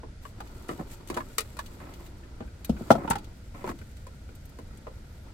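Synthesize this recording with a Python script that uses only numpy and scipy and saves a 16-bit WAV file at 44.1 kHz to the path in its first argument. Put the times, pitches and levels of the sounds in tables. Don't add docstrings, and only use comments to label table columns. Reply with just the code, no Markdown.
import sys
import numpy as np
from scipy import signal
from scipy.fft import rfft, irfft, next_fast_len
from scipy.io import wavfile
from scipy.ndimage import uniform_filter1d, map_coordinates

SR = 44100
rng = np.random.default_rng(int(sys.argv[2]) if len(sys.argv) > 2 else 0)


def output_pcm(signal):
    pcm = np.clip(np.atleast_2d(signal).T, -1, 1) * 32767
    wavfile.write(sys.argv[1], SR, np.round(pcm).astype(np.int16))


N = 235361
TIME = np.arange(N) / SR
RING = np.arange(SR // 5) / SR

# pitch_hz, width_hz, level_db
EDGE_MODES = [(6020, 1500, -6), (7440, 830, 2), (7960, 1000, 1.5), (9260, 400, 1.5), (11180, 1000, -6.5),
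              (14600, 2500, -12.5)]
# time_s, drag_db, swish_db
RUB_LEVELS = [(0.0, -55, -87), (0.27, -62.5, -79), (0.39, -51.5, -68), (0.77, -47, -60), (1.11, -53, -69.5),
              (1.31, -54.5, -60.5), (1.8, -51, -63.5), (2.36, -54, -73.5), (2.6, -58, -70),
              (2.75, -50, -64.5), (2.88, -43, -58.5), (3.03, -56, -64), (3.17, -46.5, -67.5),
              (3.36, -60, -71), (3.73, -55.5, -68.5), (3.88, -59.5, -67.5), (4.03, -59, -69.5),
              (5.34, -56.5, -71.5)]


def clack(trim_db, edge_db, shell_hz, trim_hz):
    # pitch_ratio, width_hz, level_db
    shell_modes = [(.58, 122, -10.5), (.82, 98.5, -7), (1, 65, 6), (1.28, 130, -11.5), (1.5, 170, -4.5)]
    # pitch_ratio, width_hz, level_db
    trim_modes = [(.7, 91, -3.5), (1, 69, 4), (1.5, 150, -4.5), (2.1, 221, -9)]
    # pitch_hz, width_hz, level_db
    crack_modes = [(1832, 110, 3), (2650, 400, 0), (3360, 500, 3), (4270, 4000, 0.5), (5420, 1000, -7.5)]
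    top_hz = 3540
    shell = dull(strike(shell_modes, t60=0.0283, direct=0.75, tune=shell_hz), top_hz)
    trim = dull(strike(trim_modes, t60=0.0508, direct=0.83, tune=trim_hz), top_hz)
    crack = amp(0.68 * edge_db - 0.5) * strike(crack_modes, t60=0.0443, direct=0.19)
    snap = amp(edge_db) * strike(EDGE_MODES, t60=0.0189, direct=0.1) * pan(2.4)
    left_db = 2.5 + 1.6 * rng.standard_normal()
    return amp(trim_db - 3.5) * trim + (shell + crack + snap) * pan(left_db)


def plug_clacks():
    # start_s, level_db, trim_db, edge_db, shell_hz, trim_hz, bounce_count
    hits = [(0.032, -46.5, 11.5, -39, 1080, 362, 0), (0.252, -37.5, -10, -25, 1113, 465, 0),
            (0.404, -33, -7, -19.5, 834, 437, 0), (0.69, -30.5, 9, -23, 1230, 343, 1),
            (1.1, -32, 10.5, -7.5, 1070, 326, 0), (1.166, -34.5, 10, -13, 810, 240, 0),
            (1.172, -25, 0.5, -22, 970, 610, 0), (1.204, -29.5, -11, -32, 1110, 332, 0),
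            (1.382, -23.5, -5.5, 2.5, 1290, 450, 1), (1.568, -44, -2, -6, 900, 600, 0),
            (1.59, -26.5, -14, -14.5, 1111, 560, 0), (1.802, -43, -8, -34, 1070, 258, 0),
            (2.405, -37.5, 9, -35, 810, 270, 0), (3.077, -25, -3, -43, 903, 242, 0),
            (3.108, -15.5, -26, -23, 913, 334, 1), (3.155, -25, -6, -22.5, 838, 245, 0),
            (3.641, -34.5, 10.5, -25, 995, 364, 0), (3.675, -33, 7.5, -20, 910, 278, 0),
            (3.69, -32.5, 8, -17, 1090, 263, 0), (3.814, -47, 9, -18.5, 1510, 265, 0),
            (4.067, -43, 2.5, -10.5, 1050, 525, 0), (4.29, -50.5, 8, -36, 1460, 295, 0),
            (4.587, -45, 9.5, -11.5, 1030, 316, 0), (4.868, -39, 8, -36, 1020, 557, 0)]
    flight_s, bounce_db = 0.023, -12.5
    out = np.zeros((2, N))
    for start, db, trim_db, edge_db, shell_hz, trim_hz, bounces in hits:
        for k in range(1 + round(bounces)):
            landing = clack(trim_db, edge_db, shell_hz, trim_hz)
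            add(out, start + k * flight_s, amp(db - 3 + k * bounce_db) * landing)
    return out


def plug_touches():
    touches_per_s, scatter_db, detune = 3, 1.2, 0.12
    out = np.zeros((2, N))
    drag_db, _ = curves(RUB_LEVELS)
    count = round(touches_per_s * N / SR)
    starts = rng.uniform(0, TIME[-1], count)
    for start, (size, shell, trim) in zip(starts, rng.standard_normal((count, 3))):
        db = drag_db[int(start * SR)] - 0.5 + scatter_db * size
        touch = clack(trim_db=5, edge_db=-24,
                      shell_hz=1383 * np.exp(detune * shell), trim_hz=312 * np.exp(detune * trim))
        add(out, start, amp(db) * touch)
    return out


def pin_ticks():
    # start_s, level_db, snap_db, glint_db
    taps = [(0.473, -45.5, -15, -24), (0.6844, -44.5, 4.5, -10), (1.074, -41, 0, -9),
            (1.0862, -40, -6, -10), (1.1434, -32.5, -10, -25), (1.661, -39, -13, -18),
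            (1.938, -39.5, -28, -24), (2.0634, -42, -24, -16), (2.6467, -32, -7, 3),
            (3.1009, -33.5, 14, -8), (3.184, -38, -13, -26), (3.244, -42.5, -27, -30),
            (3.7895, -42.5, -22, -29), (3.9687, -45, -8, -22), (4.3516, -51.5, 2.5, 4.5),
            (4.4543, -54, 4, 9), (4.4927, -53, -2, 3), (4.7728, -51, 3, -10)]
    # pitch_hz, width_hz, level_db
    wire_modes = [(2824, 3300, 7.5), (4780, 350, 9.5), (6240, 810, -2.5)]
    # pitch_hz, width_hz, level_db
    pin_modes = [(11700, 400, -6), (13200, 1000, -8.5), (14300, 900, -9.5)]
    out = np.zeros((2, N))
    for start, db, snap_db, glint_db in taps:
        wire = strike(wire_modes, t60=0.034, direct=0.8)
        snap = amp(snap_db) * strike(EDGE_MODES, t60=0.039, direct=0.35)
        glint = amp(glint_db) * strike(pin_modes, t60=0.022, direct=0.4)
        add(out, start, amp(db - 9) * (wire + snap + glint) * pan(4))
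    return out


def speaker_knocks():
    # start_s, level_db, cutoff_hz, crack_db
    blows = [(2.694, -10, 215, -26), (2.722, -25.5, 59.5, -56), (2.808, -25, 200, -45),
             (2.904, 0, 1198, -22), (2.9114, -6.5, 1050, -16), (2.952, -17.5, 940, -23.5),
             (3.101, -18.5, 183, -36)]
    # pitch_hz, width_hz, level_db
    panel_modes = [(54.86, 9.4, -6.5), (126.4, 40, -8.5), (164, 43, -3), (241.4, 55, -2.5), (345, 60, -5.5),
                   (494, 180, -6), (696, 120, -2), (828, 73, -5), (908, 89, -5.5), (1334, 75, -5),
                   (1471, 110, -9.5), (1900, 160, -18.5), (2130, 60, -16)]
    # pitch_hz, width_hz, level_db
    case_modes = [(3170, 960, -2), (4300, 400, -2.5), (5200, 1300, -6.5)]
    out = np.zeros((2, N))
    for start, db, cutoff_hz, crack_db in blows:
        force = dull(contact(t60=0.034, direct=2.2, wide_db=-2), cutoff_hz)
        panel = crest(resonate(force, panel_modes))
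        case = strike(case_modes, t60=0.081, direct=0.1)
        snap = amp(-6.5) * strike(EDGE_MODES, t60=0.054, direct=0.11)
        crack = amp(crack_db - 3.5) * (case + snap)
        add(out, start, amp(db - 5.5) * (panel + crack) * pan(2))
    return out


def cable_rub():
    # frequency_hz, level_db
    drag_tone = [(110, -40.5), (180, -5.5), (351, -2), (451, -13), (820, -16.5), (891, -13.5), (1080, -19),
                 (1350, -16.5), (1600, -26.5), (3390, -34), (4730, -32.5), (5000, -35.5), (6500, -65),
                 (11000, -120)]
    drag_db, swish_db = curves(RUB_LEVELS)
    slips = stereo_noise(N) * amp(2.4 * wobble(120))
    return amp(drag_db - 1.5) * colour(slips, drag_tone) + amp(swish_db + 1.5) * skin_swish()


def cable_pulls():
    # start_s, end_s, chatter_db, cutoff_hz, swish_db
    strokes = [(0.208, 0.331, -64, 1500, -61), (0.687, 0.745, -40, 1700, -52.5),
               (0.778, 0.836, -38, 1010, -72), (0.891, 0.964, -74, 1000, -51.5),
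               (1.1, 1.22, -45, 1600, -59), (1.789, 1.952, -51, 4000, -74), (1.982, 2.097, -56, 2500, -62),
               (2.92, 3.098, -39.5, 1330, -74), (3.529, 3.655, -48.5, 3200, -63),
               (3.645, 3.735, -38.5, 2200, -55)]
    # pitch_hz, width_hz, level_db
    trim_modes = [(158, 39, -2), (244, 160, -4), (319.5, 108, -2.5), (558, 49, -10.5)]
    # pitch_hz, width_hz, level_db
    panel_modes = [(728, 64, 6), (1068, 100, 1.5), (1302, 36, 3), (2020, 550, -7)]
    grip_s = 0.023
    out = np.zeros((2, N))
    slips = stereo_noise(N) * amp(3.5 * wobble(200))
    chatter = unit(resonate(slips, trim_modes)) + amp(-1.5) * unit(resonate(slips, panel_modes))
    swish = skin_swish()
    for start, end, chatter_db, cutoff_hz, swish_db in strokes:
        span = slice(round(start * SR), round(start * SR) + len(RING))
        grip = np.clip(np.minimum(RING, end - start - RING) / grip_s, 0, 1)
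        cable = amp(chatter_db) * dull(grip * chatter[:, span], cutoff_hz)
        add(out, start, cable + amp(swish_db) * grip * swish[:, span])
    return out


def skin_swish():
    # frequency_hz, level_db
    swish_tone = [(1060, -29), (1800, 3.5), (4450, 0), (5800, -2.5), (7700, 4), (10400, -5.5), (12000, 2),
                  (16000, -8.5)]
    grains = stereo_noise(N) * amp(2.4 * wobble(400) + 1.4 * wobble(35))
    return colour(grains, swish_tone) * pan(2)


def whistles():
    # middle_s, length_s, top_hz, level_db
    arches = [(1.44, 0.14, 14400, -73), (1.62, 0.24, 15600, -72), (1.9, 0.18, 14600, -74),
              (2.015, 0.22, 15300, -71), (5.14, 0.3, 13100, -73), (5.15, 0.26, 15100, -79)]
    # pitch_ratio, level_db
    strands = [(1, -3), (.77, -8)]
    sag, rasp_hz = 0.083, 140
    out = np.zeros(N)
    for middle, length, top_hz, db in arches:
        arch = np.clip(1 - (2 * (TIME - middle) / length) ** 2, 0, 1)
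        glide_hz = top_hz * (1 - sag * (1 - arch))
        for ratio, strand_db in strands:
            phase = 2 * np.pi * np.cumsum(ratio * glide_hz + rasp_hz * wobble(700)) / SR
            out += np.sqrt(arch) * np.sin(phase) * amp(db + strand_db)
    flicker = amp(4 * wobble(45))
    return out * flicker * amp([[2], [-3]])


def wall_echoes(x):
    # left_delay_s, right_delay_s, level_db
    echoes = [(.0009, 0.0009, -32), (.0021, 0.0024, -9.5), (.0034, 0.0036, -16.5)]

    def comb(f):
        reflected = sum(amp(db) * np.exp(-2j * np.pi * f * np.array([[left], [right]]))
                        for left, right, db in echoes)
        highpass = 1j * f / (1500 + 1j * f)
        return 1 + reflected * highpass
    return filtered(x, comb)


def cabin_reverb(x):
    # frequency_hz, t60_s
    decay = [(150, 0.28), (1000, 0.059), (4000, 0.053), (14000, 0.022)]
    hz, t, spectrum = signal.stft(stereo_noise(SR // 3), SR, nperseg=256)
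    fade = amp(-60 * t / along(decay, hz)[:, None])
    _, tail = signal.istft(spectrum * fade, SR, nperseg=256)
    tail = np.pad(tail / np.linalg.norm(tail[0]), ((0, 0), (SR // 200, 0)))
    return signal.fftconvolve(x, tail, axes=1)[:, :N]


def cabin_tone():
    # frequency_hz, level_db
    rumble_tone = [(11, -49), (18, -1), (37, -6.5), (54, -0.5), (97, -6), (124, -10), (161, -16.5),
                   (199, -15.5), (257, -20), (309, -27.5), (400, -39), (520, -76), (880, -120)]
    # frequency_hz, level_db
    hiss_tone = [(180, -30.5), (300, -3), (343, -19.5), (470, 2), (814, -9), (885, -26), (946, -37),
                 (1390, -6), (1780, -13), (1930, -10), (2740, -16), (4670, -16), (9710, -24.5),
                 (12700, -35), (16000, -47)]
    rumble = amp(-44.5) * colour(stereo_noise(N), rumble_tone)
    hiss = amp(-59.5) * colour(stereo_noise(N), hiss_tone)
    return rumble + hiss


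def contact(t60, direct, wide_db=0):
    envelope = (1 - np.exp(-RING / 0.0008)) * amp(-60 * RING / t60)
    mid, side = rng.standard_normal((2, len(RING))) * envelope
    mid[0] += direct * np.linalg.norm(mid)
    return stereo(mid, side, wide_db)


def strike(modes, t60, direct, tune=1):
    tuned = [(tune * pitch, width, db) for pitch, width, db in modes]
    return crest(resonate(contact(t60, direct), tuned))


def resonate(x, modes):
    return filtered(x, lambda f: sum(
        (-1) ** k * amp(db) * 1j * f * width / (pitch ** 2 - f ** 2 + 1j * f * width)
        for k, (pitch, width, db) in enumerate(modes)))


def dull(x, top_hz):
    return filtered(x, lambda f: 1 / (1 + 1.3j * f / top_hz - (f / top_hz) ** 2))


def colour(x, tone):
    return unit(filtered(x, lambda f: amp(along(tone, f))))


def filtered(x, response):
    n = x.shape[-1]
    size = next_fast_len(n + SR // 10)
    return irfft(rfft(x, size) * response(np.fft.rfftfreq(size, 1 / SR)), size)[..., :n]


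def stereo(mid, side, wide_db=0):
    # frequency_hz, side_db
    spread = [(60, -23.5), (110, -18.5), (200, -14.5), (380, -8.5), (700, -3), (1290, 0), (2380, -1),
              (4400, 0), (8120, 1), (15000, 0.5)]
    side = filtered(unit(side), lambda f: amp(along(spread, f) + wide_db))
    return np.array([unit(mid) + side, unit(mid) - side])


def stereo_noise(n):
    return stereo(*rng.standard_normal((2, n)))


def wobble(rate):
    return map_coordinates(rng.standard_normal(int(N * rate / SR) + 4), [TIME * rate])


def along(points, hz):
    knots_hz, values = np.transpose(points)
    return np.interp(np.log(hz + 1), np.log(knots_hz + 1), values)


def curves(rows):
    times, *columns = np.transpose(rows)
    return [np.interp(TIME, times, column) for column in columns]


def amp(db):
    return 10 ** (np.asarray(db) / 20)


def pan(left_db):
    return amp([[left_db / 2], [-left_db / 2]])


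def unit(x):
    return x / np.sqrt(np.mean(x ** 2) + 1e-20)


def crest(x):
    power = uniform_filter1d(np.mean(x ** 2, 0), size=SR // 250)
    return x / np.sqrt(power.max() + 1e-20)


def add(track, start_s, sound):
    part = track[:, round(start_s * SR):][:, :len(RING)]
    part += sound[:, :part.shape[1]]


def scene():
    plugs = wall_echoes(plug_clacks() + plug_touches() + pin_ticks())
    knocks = speaker_knocks()
    cables = wall_echoes(cable_rub() + cable_pulls())
    reverb = cabin_reverb(amp(-8) * plugs + amp(-14.5) * knocks)
    return plugs + knocks + cables + reverb + whistles() + cabin_tone()


def record(dry):
    rounded = dry / (1 + np.abs(dry) ** 8) ** (1 / 8)
    return filtered(rounded, lambda f: f < 15900)


dry = scene()
out = record(dry)
output_pcm(out)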